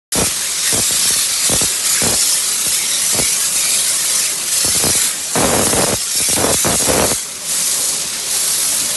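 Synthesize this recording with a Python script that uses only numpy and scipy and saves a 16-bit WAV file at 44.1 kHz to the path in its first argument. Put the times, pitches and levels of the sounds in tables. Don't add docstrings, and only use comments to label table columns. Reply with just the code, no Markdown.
import sys
import numpy as np
from scipy import signal
from scipy.fft import rfft, irfft
from scipy.io import wavfile
from scipy.ndimage import uniform_filter1d

SR = 44100
rng = np.random.default_rng(int(sys.argv[2]) if len(sys.argv) > 2 else 0)


def dump(signal):
    limited = np.clip(np.atleast_2d(signal).T, -1, 1)
    pcm = np.round(limited * 32767).astype(np.int16)
    wavfile.write(sys.argv[1], SR, pcm)


N = 395136
TIME = np.arange(N) / SR
FRAME, HOP = 1024, 256
FRAME_S, BIN_HZ = np.arange(N // HOP + 5) * HOP / SR, np.fft.rfftfreq(FRAME, 1 / SR)

# t/s, relative hiss level/dB, relative roar level/dB, tilt/(dB/octave), colour depth/dB
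JET_CURVES = [(0.12, -16.5, -26, 0.5, 1.44), (1.2, -15.5, -27.5, -1, 2.0), (3.0, -16.5, -29.5, 0.4, 2.0),
              (4.2, -16, -28.5, -0.5, 2.0), (5.1, -15.5, -26, 0.3, 2.0), (5.4, -17, -29.5, 2, 2.1),
              (6.9, -16.5, -30, 1, 2), (7.5, -17, -30, 0.5, 1.0), (8.96, -16, -29, 1.5, 1.24)]
# f/Hz, level/dB
HISS_EQ = [(900, -20), (2000, -14), (3000, -10), (3800, -4), (5000, -2), (6500, -0.1), (7800, 0.5),
           (8800, 0.5), (9900, 1.5), (11200, 0.5), (11700, -2), (12100, -15)]
ROAR_EQ = [(500, -25), (900, -10.5), (1300, -1.5), (1550, -3), (1850, -0.5), (2300, 0.5), (2900, -1.5),
           (3700, -1), (5000, -4.5), (9000, -37)]
WATER_EQ = [(20, -42), (40, -29), (65, -1.5), (115, -5), (170, 3.5), (260, 0), (340, -1.5), (410, 3.5),
            (460, -3), (550, 4), (750, -3.5), (1100, -0.5), (2000, -16.5), (5000, -32)]
# t/s, f/Hz, boost/dB, half length/s, half width/Hz
SPRAY_HOLLOWS = [(0.444, 1680, 8, .025, 100), (0.679, 1850, 9, .03, 300), (0.879, 3570, 10, .02, 70),
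                 (1.164, 2450, 4, .03, 200), (1.43, 2480, 7, .025, 180), (1.89, 2000, 5, 0.023, 300),
                 (1.98, 1850, 11.5, 0.033, 450), (2.818, 2160, 10, 0.027, 170), (2.943, 3830, 11, .025, 90),
                 (3.21, 2260, 7.5, 0.08, 170), (3.576, 3740, 7, 0.02, 90), (3.686, 2350, 8.5, 0.07, 160),
                 (3.718, 3790, 7.5, .025, 90), (3.84, 3760, 7, 0.023, 90), (4.261, 2430, 8.5, .03, 200),
                 (6.24, 2270, 7, 0.073, 160)]
# t/s, relative level/dB
CHURN_FADER = [(0.12, -40), (2.5, -40), (3.9, -37.5), (5.2, -39.5), (6.1, -45), (7.3, -40.5), (7.8, -35.5),
               (8.3, -37.5), (8.96, -33.5)]
# t/s, level/dB
POP_CUES = [(0.1525, -3.5), (0.1796, -2.5), (0.1865, -4), (0.217, -1.5), (0.2674, -10), (0.7245, -6.5),
            (0.742, -3.5), (0.777, -5), (0.7945, -5), (0.9065, -10), (0.942, -17), (1.0532, -13),
            (1.104, -10), (1.1602, -14), (1.4937, -4), (1.518, -3), (1.5345, -0.5), (1.6131, -3),
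            (1.6329, -7.5), (1.6414, -11), (2.0173, -3.5), (2.0506, -1.5), (2.065, -0.5), (2.131, -9),
            (2.663, -11), (3.1441, -7.5), (3.187, -2), (3.1972, -2), (3.22, -10), (3.5562, -18),
            (4.6448, -6.5), (4.6497, -10), (4.6783, -7), (4.685, -13), (4.7485, -11), (4.7599, -8),
            (4.8376, -1), (4.851, -3), (4.8673, 0), (4.8898, -5), (4.8994, -5), (4.951, -8.5),
            (5.3561, -2.5), (5.4234, -7), (5.6688, 0), (5.7295, 0.5), (5.735, -0.5), (5.8397, -1),
            (5.9257, -1.5), (6.1513, -14.5), (6.1827, -18), (6.201, -9), (6.212, -10.5), (6.2852, -10),
            (6.2975, -7), (6.33, -5), (6.5415, -1), (6.6457, -1), (6.6637, 0.5), (6.8217, -4), (6.997, 2),
            (7.0224, 1), (7.1151, 0), (7.127, -6)]
# f/Hz, level/dB
THUD_EQ = [(20, -33), (43, -9), (65, 1.5), (100, 1.5), (170, 2), (300, -0.5), (370, -2.5), (440, 0.5),
           (560, -3), (750, -7.5), (1100, -15.5), (1600, -17), (2600, -32), (6000, -44)]
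PLIP_EQ = [(20, -50), (65, -32), (120, -16), (180, 0), (290, 0.5), (370, -3), (450, 3.5), (560, 4.5),
           (750, -1.5), (1100, -5), (1600, -10), (2600, -15), (6000, -35)]
CRACK_EQ = [(500, -25), (1000, 6.5), (1600, -6), (2600, 2), (4000, -3), (6000, -26), (10000, -39)]
# t/s, share of thud/(0-1); the rest is plip
THUD_SHARE = [(0.15, 1), (4.8, 0.9), (5.6, 0.67), (6.4, 0.8), (7.1, 0.6)]
# start/s, end/s, strength/dB
RUN_CUES = [(0.16, 0.244, -8.5), (0.727, 0.802, -14), (1.52, 1.562, -12), (2.032, 2.144, -9),
            (3.129, 3.2, -15), (4.795, 4.902, -15.5), (5.351, 5.637, -2.5), (5.64, 5.77, -10),
            (5.767, 5.849, -2), (5.859, 5.94, -5.5), (6.358, 6.525, -4), (6.646, 6.755, -4),
            (6.794, 6.867, -13.5), (6.867, 7.055, -3), (7.055, 7.11, -9.5)]
# start/s, end/s, hiss loss/dB, closing time/s, dulling/(dB/octave)
SMOTHER_CUES = [(0.3, 0.653, 4, .1, 2), (1.246, 1.432, 2.5, .05, 0.5), (1.677, 1.847, 3, .04, 0),
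                (2.36, 2.65, 2, .1, .5), (2.783, 3.013, 1.7, .08, 2), (3.47, 3.528, 2.8, .03, 0),
                (3.796, 4.09, 1, .04, 0), (4.3, 4.505, 5.5, 0.12, 0), (5.1, 5.34, 7, 0.086, 1.5),
                (5.93, 6.155, 4, .12, 2.5), (6.426, 6.49, 2.5, .03, -1), (7.187, 7.47, 10.3, .14, 2),
                (7.97, 8.297, 5.5, .16, 4.5), (8.824, 9.1, 3, .12, 3)]


def gain_of(db):
    return 10 ** (np.asarray(db) / 20)


def unit_rms(x):
    return x / np.sqrt(np.mean(x ** 2) + 1e-20)


def eq_gain(eq, hz):
    f, db = np.transpose(eq)
    return gain_of(np.interp(np.log(hz + 1), np.log(f + 1), db))


def follow(rows, t):
    s, *columns = np.transpose(rows)
    return [np.interp(t, s, c) for c in columns]


def patches(length_s, width_hz):
    field = rng.standard_normal((len(FRAME_S), len(BIN_HZ)))
    along = np.fft.fftfreq(len(FRAME_S), HOP / SR)[:, None] * length_s
    across = np.fft.rfftfreq(len(BIN_HZ), SR / FRAME) * width_hz
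    blur = np.exp(-np.pi * (along ** 2 + across ** 2))
    return unit_rms(np.fft.irfft2(np.fft.rfft2(field) * blur, field.shape))


def rush(eq, colour_db):
    real, imag = rng.standard_normal((2,) + colour_db.shape)
    frames = (real + 1j * imag) * eq_gain(eq, BIN_HZ) * gain_of(colour_db)
    return unit_rms(signal.istft(frames.T, nperseg=FRAME, noverlap=FRAME - HOP)[1][:N])


def flutter(rate_hz):
    rolloff = 1 + (np.fft.rfftfreq(N, 1 / SR) / rate_hz) ** 4
    return unit_rms(irfft(rfft(rng.standard_normal(N)) / rolloff, N))


def uneven_times(per_s):
    count = int(per_s * N / SR)
    return (np.arange(count) + rng.random(count)) / per_s


def jet(hiss_trim_db=.91, roar_trim_db=.18, sputter_db=.77, roar_duck_share=.55):
    _, _, bare_tilt, depth_db = follow(JET_CURVES, FRAME_S)
    colour_db = spray(depth_db)
    duck_db, dulling = smother(FRAME_S)
    duck_db = np.interp(TIME, FRAME_S, duck_db)
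    octaves = np.log2(np.maximum(BIN_HZ, 3500) / 7000)
    tilt_db = (bare_tilt - dulling)[:, None] * octaves
    hiss_db, roar_db, _, _ = follow(JET_CURVES, TIME)
    run = uniform_filter1d(run_strength(TIME), size=900)
    hiss_db += hiss_trim_db - duck_db - 2 * run
    roar_db += roar_trim_db - roar_duck_share * duck_db + 3.5 * run
    hiss = gain_of(hiss_db) * rush(HISS_EQ, colour_db + tilt_db)
    roar = gain_of(roar_db) * rush(ROAR_EQ, colour_db)
    return (hiss + roar) * gain_of(sputter_db * flutter(rate_hz=65))


def spray(depth_db):
    flicker = patches(length_s=.012, width_hz=270)
    peaks = 1.34 * patches(length_s=.073, width_hz=48)
    drift_db = .4 * patches(length_s=.21, width_hz=2000)
    shimmer_db = depth_db[:, None] / (1 + (BIN_HZ / 12000) ** 6) * (flicker + peaks)
    return shimmer_db + drift_db + hollows(depth_db)


def hollows(depth_db, per_s=4, range_hz=(4200, 8000), half_length_s=.031, half_width_hz=97):
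    pitches = rng.uniform(*range_hz, len(FRAME_S))
    small = [(s, hz, 3.6 * np.interp(s, FRAME_S, depth_db), half_length_s, half_width_hz)
             for s, hz in zip(uneven_times(per_s), pitches)]
    s, hz, boost_db, length, width = np.transpose(list(SPRAY_HOLLOWS) + small)
    when = np.exp(-.5 * ((FRAME_S[:, None] - s) / length) ** 2)
    where = np.exp(-.5 * ((BIN_HZ[:, None] - hz) / width) ** 2)
    return (when * boost_db) @ where.T


def churn(trim_db=1.5, lumpy_db=1., gurgle_db=3.):
    flat_eq = [(20, 0), (12000, 0)]
    bubbling = rush(flat_eq, gurgle_db * patches(length_s=.05, width_hz=60))
    body = irfft(rfft(bubbling) * eq_gain(WATER_EQ, np.fft.rfftfreq(N, 1 / SR)), N)
    slosh = unit_rms(body * gain_of(lumpy_db * flutter(rate_hz=19)))
    return gain_of(follow(CHURN_FADER, TIME)[0] + trim_db) * slosh


def pops(strays_per_s=4, stray_max_db=-31):
    train = (rng.random(N) < strays_per_s / SR) * gain_of(stray_max_db) * rng.random(N)
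    s, db = np.transpose(POP_CUES)
    train[np.round(s * SR).astype(int)] = gain_of(db)
    return burst(train * rng.choice([-1., 1.], N))


def burst(train, crack_db=-10.5):
    share = follow(THUD_SHARE, TIME)[0]
    thud = signal.oaconvolve(train * share, plate_sweep(THUD_EQ, droop_hz=55), "same")
    plip = signal.oaconvolve(train * (1 - share), plate_sweep(PLIP_EQ), "same")
    crack = signal.oaconvolve(train ** 3, plate_sweep(CRACK_EQ), "same")
    return thud + plip + gain_of(crack_db) * crack


def plate_sweep(eq, droop_hz=0., lag_cycles=1.223, size=8192):
    hz = np.fft.rfftfreq(size, 1 / SR)
    gain = eq_gain(eq, hz)
    floored_hz = np.hypot(hz, 35)
    delay_s = lag_cycles / floored_hz * (1 + droop_hz / floored_hz)
    phase = 2 * np.pi * np.cumsum(delay_s) * hz[1]
    return np.fft.fftshift(irfft(gain * np.exp(-1j * phase))) / irfft(gain)[0]


def rattle(large_db=-.8, large_per_s=92, small_db=-5.5, small_per_s=520):
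    size = np.tanh(rng.standard_normal(N))
    run = run_strength(TIME) * rng.choice([-1., 1.], N)
    small = (rng.random(N) < small_per_s / SR) * gain_of(small_db + 2.5 * size)
    large_onsets = (uneven_times(large_per_s) * SR).astype(int)
    large = np.isin(np.arange(N), large_onsets) * gain_of(large_db + 2.3 * size)
    tearing = signal.oaconvolve(run * small, plate_sweep(PLIP_EQ), "same")
    return burst(run * large) + tearing


def run_strength(t):
    return sum((t >= start) * (t < end) * gain_of(db) for start, end, db in RUN_CUES)


def smother(t, release_ratio=.6):
    start, end, loss_db, closing_s, dulling = np.transpose(SMOTHER_CUES)
    attack = np.clip((t[:, None] - start) / closing_s + .5, 0, 1)
    release = np.clip((end - t[:, None]) / (release_ratio * closing_s) + .5, 0, 1)
    covered = attack * release
    return covered @ loss_db, covered @ dulling


def scene(start_s=.12, fade_s=.002):
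    fade_in = np.clip((TIME - start_s) / fade_s, 0, 1)
    return np.tile(fade_in * (jet() + churn() + pops() + rattle()), (2, 1))


def record(dry, ceiling=.9, cutoff_hz=12000):
    clipped = dry / (1 + (dry / ceiling) ** 8) ** (1 / 8)
    lowpass = signal.firwin(401, cutoff_hz, window=("kaiser", 8), fs=SR)
    return signal.oaconvolve(clipped, lowpass[None], "same")


dry = scene()
out = record(dry)
dump(out)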